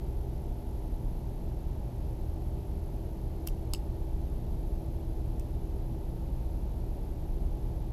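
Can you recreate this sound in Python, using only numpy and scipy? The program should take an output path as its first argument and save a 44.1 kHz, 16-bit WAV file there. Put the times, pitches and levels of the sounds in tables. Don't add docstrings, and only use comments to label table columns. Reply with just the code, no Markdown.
import sys
import numpy as np
from scipy import signal
from scipy.fft import rfft, irfft, next_fast_len
from scipy.io import wavfile
from scipy.ndimage import uniform_filter1d

SR = 44100
rng = np.random.default_rng(int(sys.argv[2]) if len(sys.argv) > 2 else 0)


def natural_amplitude(level_db):
    exponent = np.asarray(level_db, float) / 20
    return 10 ** exponent


def to_wav(sig):
    pcm = np.clip(np.atleast_2d(sig), -1, 1) * 32767
    pcm = np.round(pcm).astype(np.int16)
    wavfile.write(sys.argv[1], SR, pcm.T)


N = 349578

# (time [s], peak level [dB], mode set [0-2], tearing decay t60 [s])
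SNAP_EVENTS = [
    (3.4692, -42, 2, .05),
    (3.4730, -29, 0, .005),
    (3.4734, -22.5, 0, .008),
    (3.4743, -27, 0, .005),
    (3.7356, -18, 1, .011),
    (3.7378, -30, 1, .010),
    (5.3968, -39, 2, .012),
]
# (frequency [Hz], bandwidth [Hz], level [dB])
STRIP_MODES = [
    [(650, 460, -14), (1190, 420, -10), (2920, 680, -10), (5540, 1100, -7), (8050, 770, -9),
     (9150, 600, -4.5), (10600, 570, -1), (13100, 640, 0), (15200, 900, -19)],
    [(600, 380, -6), (1270, 370, -9.5), (2400, 740, -11.5), (4660, 830, -0.5), (5250, 560, 0.5),
     (6860, 600, -8), (7860, 440, -2), (9100, 950, -8), (10000, 700, -6.5), (11700, 700, -8),
     (13100, 740, -12.5), (14900, 800, -14)],
    [(2280, 760, 1), (5500, 1200, 3.5), (7600, 1400, 5.5), (9500, 900, 3), (11100, 1200, -3),
     (13500, 1400, 3), (14900, 900, -2)],
]
# (delay [s], level [dB], smear t60 [s])
REFLECTIONS = [
    (.0027, -18, .003),
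    (.0108, -19, .004),
    (.0128, -25, .007),
    (.0225, -31, .012),
]
# (band centre [Hz], t60 [s], level [dB])
ROOM_TAIL = [(1500, .16, -42), (3000, .16, -39), (6000, .13, -37), (12000, .09, -37)]
CEILING_HZ, CEILING_DB = 2850, 11
# (time [s], frequency [Hz], level [dB rms], length [s])
SQUEAK_EVENTS = [
    (.47, 6300, -74, .008),
    (2.03, 9800, -82, .06),
]
# (share of cycle [0-1], frequency [Hz])
READOUT_PITCH = [(0, 11200), (.11, 11000), (.16, 10400), (.235, 10250), (.255, 11650), (.44, 11800),
                 (.475, 12820), (.955, 12840), (.975, 11300), (1, 11200)]
READOUT_HZ = 47.952
# (time [s], offset [Hz])
SUPPLY_SAG = [(0, -41), (1.1, -79.5), (1.3, 80), (2.0, 120.5), (2.2, -61.5), (3.3, -21.5), (3.8, 58),
              (4.5, -42), (5.5, 60.5), (6.5, -19), (7.9, 97.5)]
# (frequency [Hz], level [dB rms])
CASE_RESPONSE = [(10200, -65.5), (11700, -68.5), (12800, -68.5), (13300, -86), (13800, -80)]
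MOTOR_HZ = [26.9, 36.3, 58.9, 75.7, 79.4, 119.8, 151.4, 177.0, 239.9, 314.6, 330.1, 385.9, 396.7, 569.6]
MOTOR_DB = [-43, -42.5, -41.5, -45, -49, -51.5, -52.5, -57.5, -60, -61, -53.5, -69.5, -59, -73.5]
FAN_WHISTLE_HZ = [587.5, 599.9, 719.7, 829.0, 837.1, 864.7, 913.1, 947.8, 974.7, 1954, 6161.9, 6257.8]
FAN_WHISTLE_DB = [-71, -71, -70.6, -74, -70, -68.5, -69.5, -76.5, -79, -93, -94, -100]
# (frequency [Hz], level [dB per Hz])
DUCT_RUMBLE = [(8, -83), (16, -61.5), (40, -52), (75, -59.5), (91, -68), (116, -58.5), (140, -66),
               (250, -73), (330, -73), (395, -73), (450, -78.5), (640, -79.5), (840, -83.5), (1100, -96)]
# (time [s], level [dB])
RUMBLE_LEVEL = [(0, -0.5), (1, -.5), (2.2, 1), (3.2, -0.5), (4.2, 0), (5.2, 0), (6.2, -0.5), (7, 0), (7.93, 2)]
SWING_SHARES = (1, 0.3, 0.079)
# (frequency [Hz], level [dB per Hz])
AIR_HISS = [(300, -110), (1000, -99), (1500, -103), (2500, -103), (4300, -104.5), (5200, -107),
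            (6500, -109), (8500, -113), (12000, -113), (15500, -117)]
# (share of frames below [0-1], frequency [Hz])
QUIET_EDGE = [(0, 13500), (.08, 13800), (.15, 14500), (.35, 15100), (.7, 15200), (1, 15550)]


def curve(points, at):
    return np.interp(at, *np.transpose(points)[:2])


def drift(rate):
    step = 40
    r = np.exp(-2 * np.pi * rate * step / SR)
    white = rng.standard_normal(N // step + 4002)
    slow = signal.lfilter([1], [1, -2 * r, r * r], white)[4000:]
    slow = (slow - slow.mean()) / slow.std()
    return np.interp(np.arange(N) / step, np.arange(len(slow)), slow)


def coloured(spectrum, slope_db):
    size = next_fast_len(N)
    octave = np.log2(np.maximum(np.arange(size // 2 + 1) * SR / size, 1))
    points = [(np.log2(hz), db) for hz, db in spectrum]
    level_db = curve(points, octave) + slope_db * np.maximum(octave - points[-1][0], 0)
    white = rfft(rng.standard_normal(size))
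    return irfft(white * natural_amplitude(level_db) * np.sqrt(SR / 2), size)[:N]


def resonance(x, hz, width_hz):
    r = np.exp(-np.pi * width_hz / SR)
    poles = [1, -2 * r * np.cos(2 * np.pi * hz / SR), r * r]
    return signal.lfilter([(1 - r * r) / 2, 0, (r * r - 1) / 2], poles, x)


def snaps():
    out, length = np.zeros(N), 2000
    t = np.arange(length) / SR
    for s, peak_db, mode_set, t60 in SNAP_EVENTS:
        tearing = 0.27 * rng.standard_normal(length) * natural_amplitude(-60 * t / t60)
        burst = tearing + (t == 0)
        rung = np.zeros(length)
        for k, (hz, width, level_db) in enumerate(STRIP_MODES[round(mode_set)]):
            mode = resonance(burst, hz, width)
            mode = mode / np.linalg.norm(mode)
            rung += (-1) ** k * natural_amplitude(level_db) * np.sqrt(width) * mode
        at = round(s * SR)
        out[at:at + length] += natural_amplitude(peak_db) * rung / rung[np.abs(rung).argmax()]
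    return out


def room(x):
    t = np.arange(SR // 3) / SR
    response = np.zeros(len(t))
    for lag, db, smear in REFLECTIONS:
        envelope = natural_amplitude(db - 60 * np.abs(t - lag) / smear) * (t > lag)
        response += 0.4 * envelope * rng.standard_normal(len(t))
    ceiling = response * (np.abs(t - .0125) < .003)
    response += natural_amplitude(CEILING_DB) * resonance(ceiling, CEILING_HZ, 500)
    for hz, t60, db in ROOM_TAIL:
        band = signal.butter(2, [hz / np.sqrt(2), hz * np.sqrt(2)], "band", fs=SR, output="sos")
        decay = natural_amplitude(db - 60 * t / t60) * np.minimum(t / .012, 1)
        response += signal.sosfilt(band, rng.standard_normal(len(t))) * decay
    return x + signal.fftconvolve(x, response)[:N]


def squeaks():
    t, out = np.arange(N) / SR, np.zeros(N)
    for s, hz, db, length in SQUEAK_EVENTS:
        swell = np.exp(-(2 * (t - s) / length) ** 2)
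        out += np.sqrt(2) * natural_amplitude(db) * swell * np.sin(2 * np.pi * hz * t)
    return out


def supply_whine(busy_hz, jitter_hz, slow_hz):
    cycles = np.arange(N) / SR * READOUT_HZ
    share = cycles % 1
    turn = (cycles + .4).astype(int)
    chance, size, trim = rng.random((3, turn[-1] + 1))
    odds = np.array([.12, .25, .1, .85])[np.arange(len(chance)) % 4]
    works = chance < odds
    busy = (works * (0.38 + 0.8 * size))[turn]
    sag = (works * (trim < .35))[turn] * (share > .46)
    later = np.roll(sag, round(.37 * SR / READOUT_HZ))
    sag = np.maximum(sag * (share < .6), later * (share > .6))
    hz = curve(READOUT_PITCH, share) + busy_hz * busy * (1 - sag) - 380 * sag
    hz = uniform_filter1d(hz, size=40) + curve(SUPPLY_SAG, cycles / READOUT_HZ)
    hz += slow_hz * drift(8) + jitter_hz * drift(160)
    return np.sqrt(2) * natural_amplitude(curve(CASE_RESPONSE, hz)) * np.sin(2 * np.pi * np.cumsum(hz) / SR)


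def motors(wobble_db, wander):
    t, out = np.arange(N) / SR, np.zeros(N)
    for hz, db in zip(MOTOR_HZ + FAN_WHISTLE_HZ, MOTOR_DB + FAN_WHISTLE_DB):
        slow = drift(0.43)
        phase = 2 * np.pi * (hz * t + rng.random()) + wander * (1 + hz / 900) * slow
        out += np.sqrt(2) * natural_amplitude(db + wobble_db * slow[::-1]) * np.sin(phase)
    return out


def ventilation(tones):
    rumble_db = curve(RUMBLE_LEVEL, np.arange(N) / SR)
    swing_db = rumble_db - rumble_db.mean()
    air = coloured(DUCT_RUMBLE, slope_db=-18.0) + tones
    deep = signal.sosfiltfilt(signal.butter(2, 92, fs=SR, output="sos"), air)
    low = signal.sosfiltfilt(signal.butter(2, 200, fs=SR, output="sos"), air)
    ranges = deep, low - deep, air - low
    return sum(part * natural_amplitude(share * swing_db) for part, share in zip(ranges, SWING_SHARES))


def hiss():
    return coloured(AIR_HISS, slope_db=-51.0)


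def scene():
    snapping = room(snaps())
    whine = supply_whine(busy_hz=610, jitter_hz=23.2, slow_hz=39.9)
    air = ventilation(motors(wobble_db=2.0, wander=0.43))
    return (snapping + squeaks() + whine + air + hiss())[None]


def band_limit(x):
    return signal.sosfilt(signal.butter(12, 16470, fs=SR, output="sos"), x)


def record(dry):
    settings = dict(nperseg=2048, noverlap=1024, window="cosine")
    mirrored = np.r_[dry[0], dry[0, :-2049:-1]]
    hz, s, frames = signal.stft(mirrored, SR, **settings)
    wander = drift(9.8)[np.minimum(s * SR, N - 1).astype(int)]
    rank = np.argsort(np.argsort(wander)) / len(s)
    below_edge = hz[:, None] < curve(QUIET_EDGE, rank)
    below_limit = hz[:, None] < 16400
    kept = signal.istft(frames * below_edge, SR, **settings)[1][:N]
    full = signal.istft(frames * below_limit, SR, **settings)[1][:N]
    top = full - kept
    power = uniform_filter1d(top ** 2, size=256)
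    transient = uniform_filter1d(1. * (power > 12 * power.mean()), size=128)
    ease_out = np.minimum(.3 + np.arange(N)[::-1] / (.03 * SR), 1)
    mix = ease_out * (kept + transient * top)
    return band_limit(mix[None])


dry = scene()
out = record(dry)
to_wav(out)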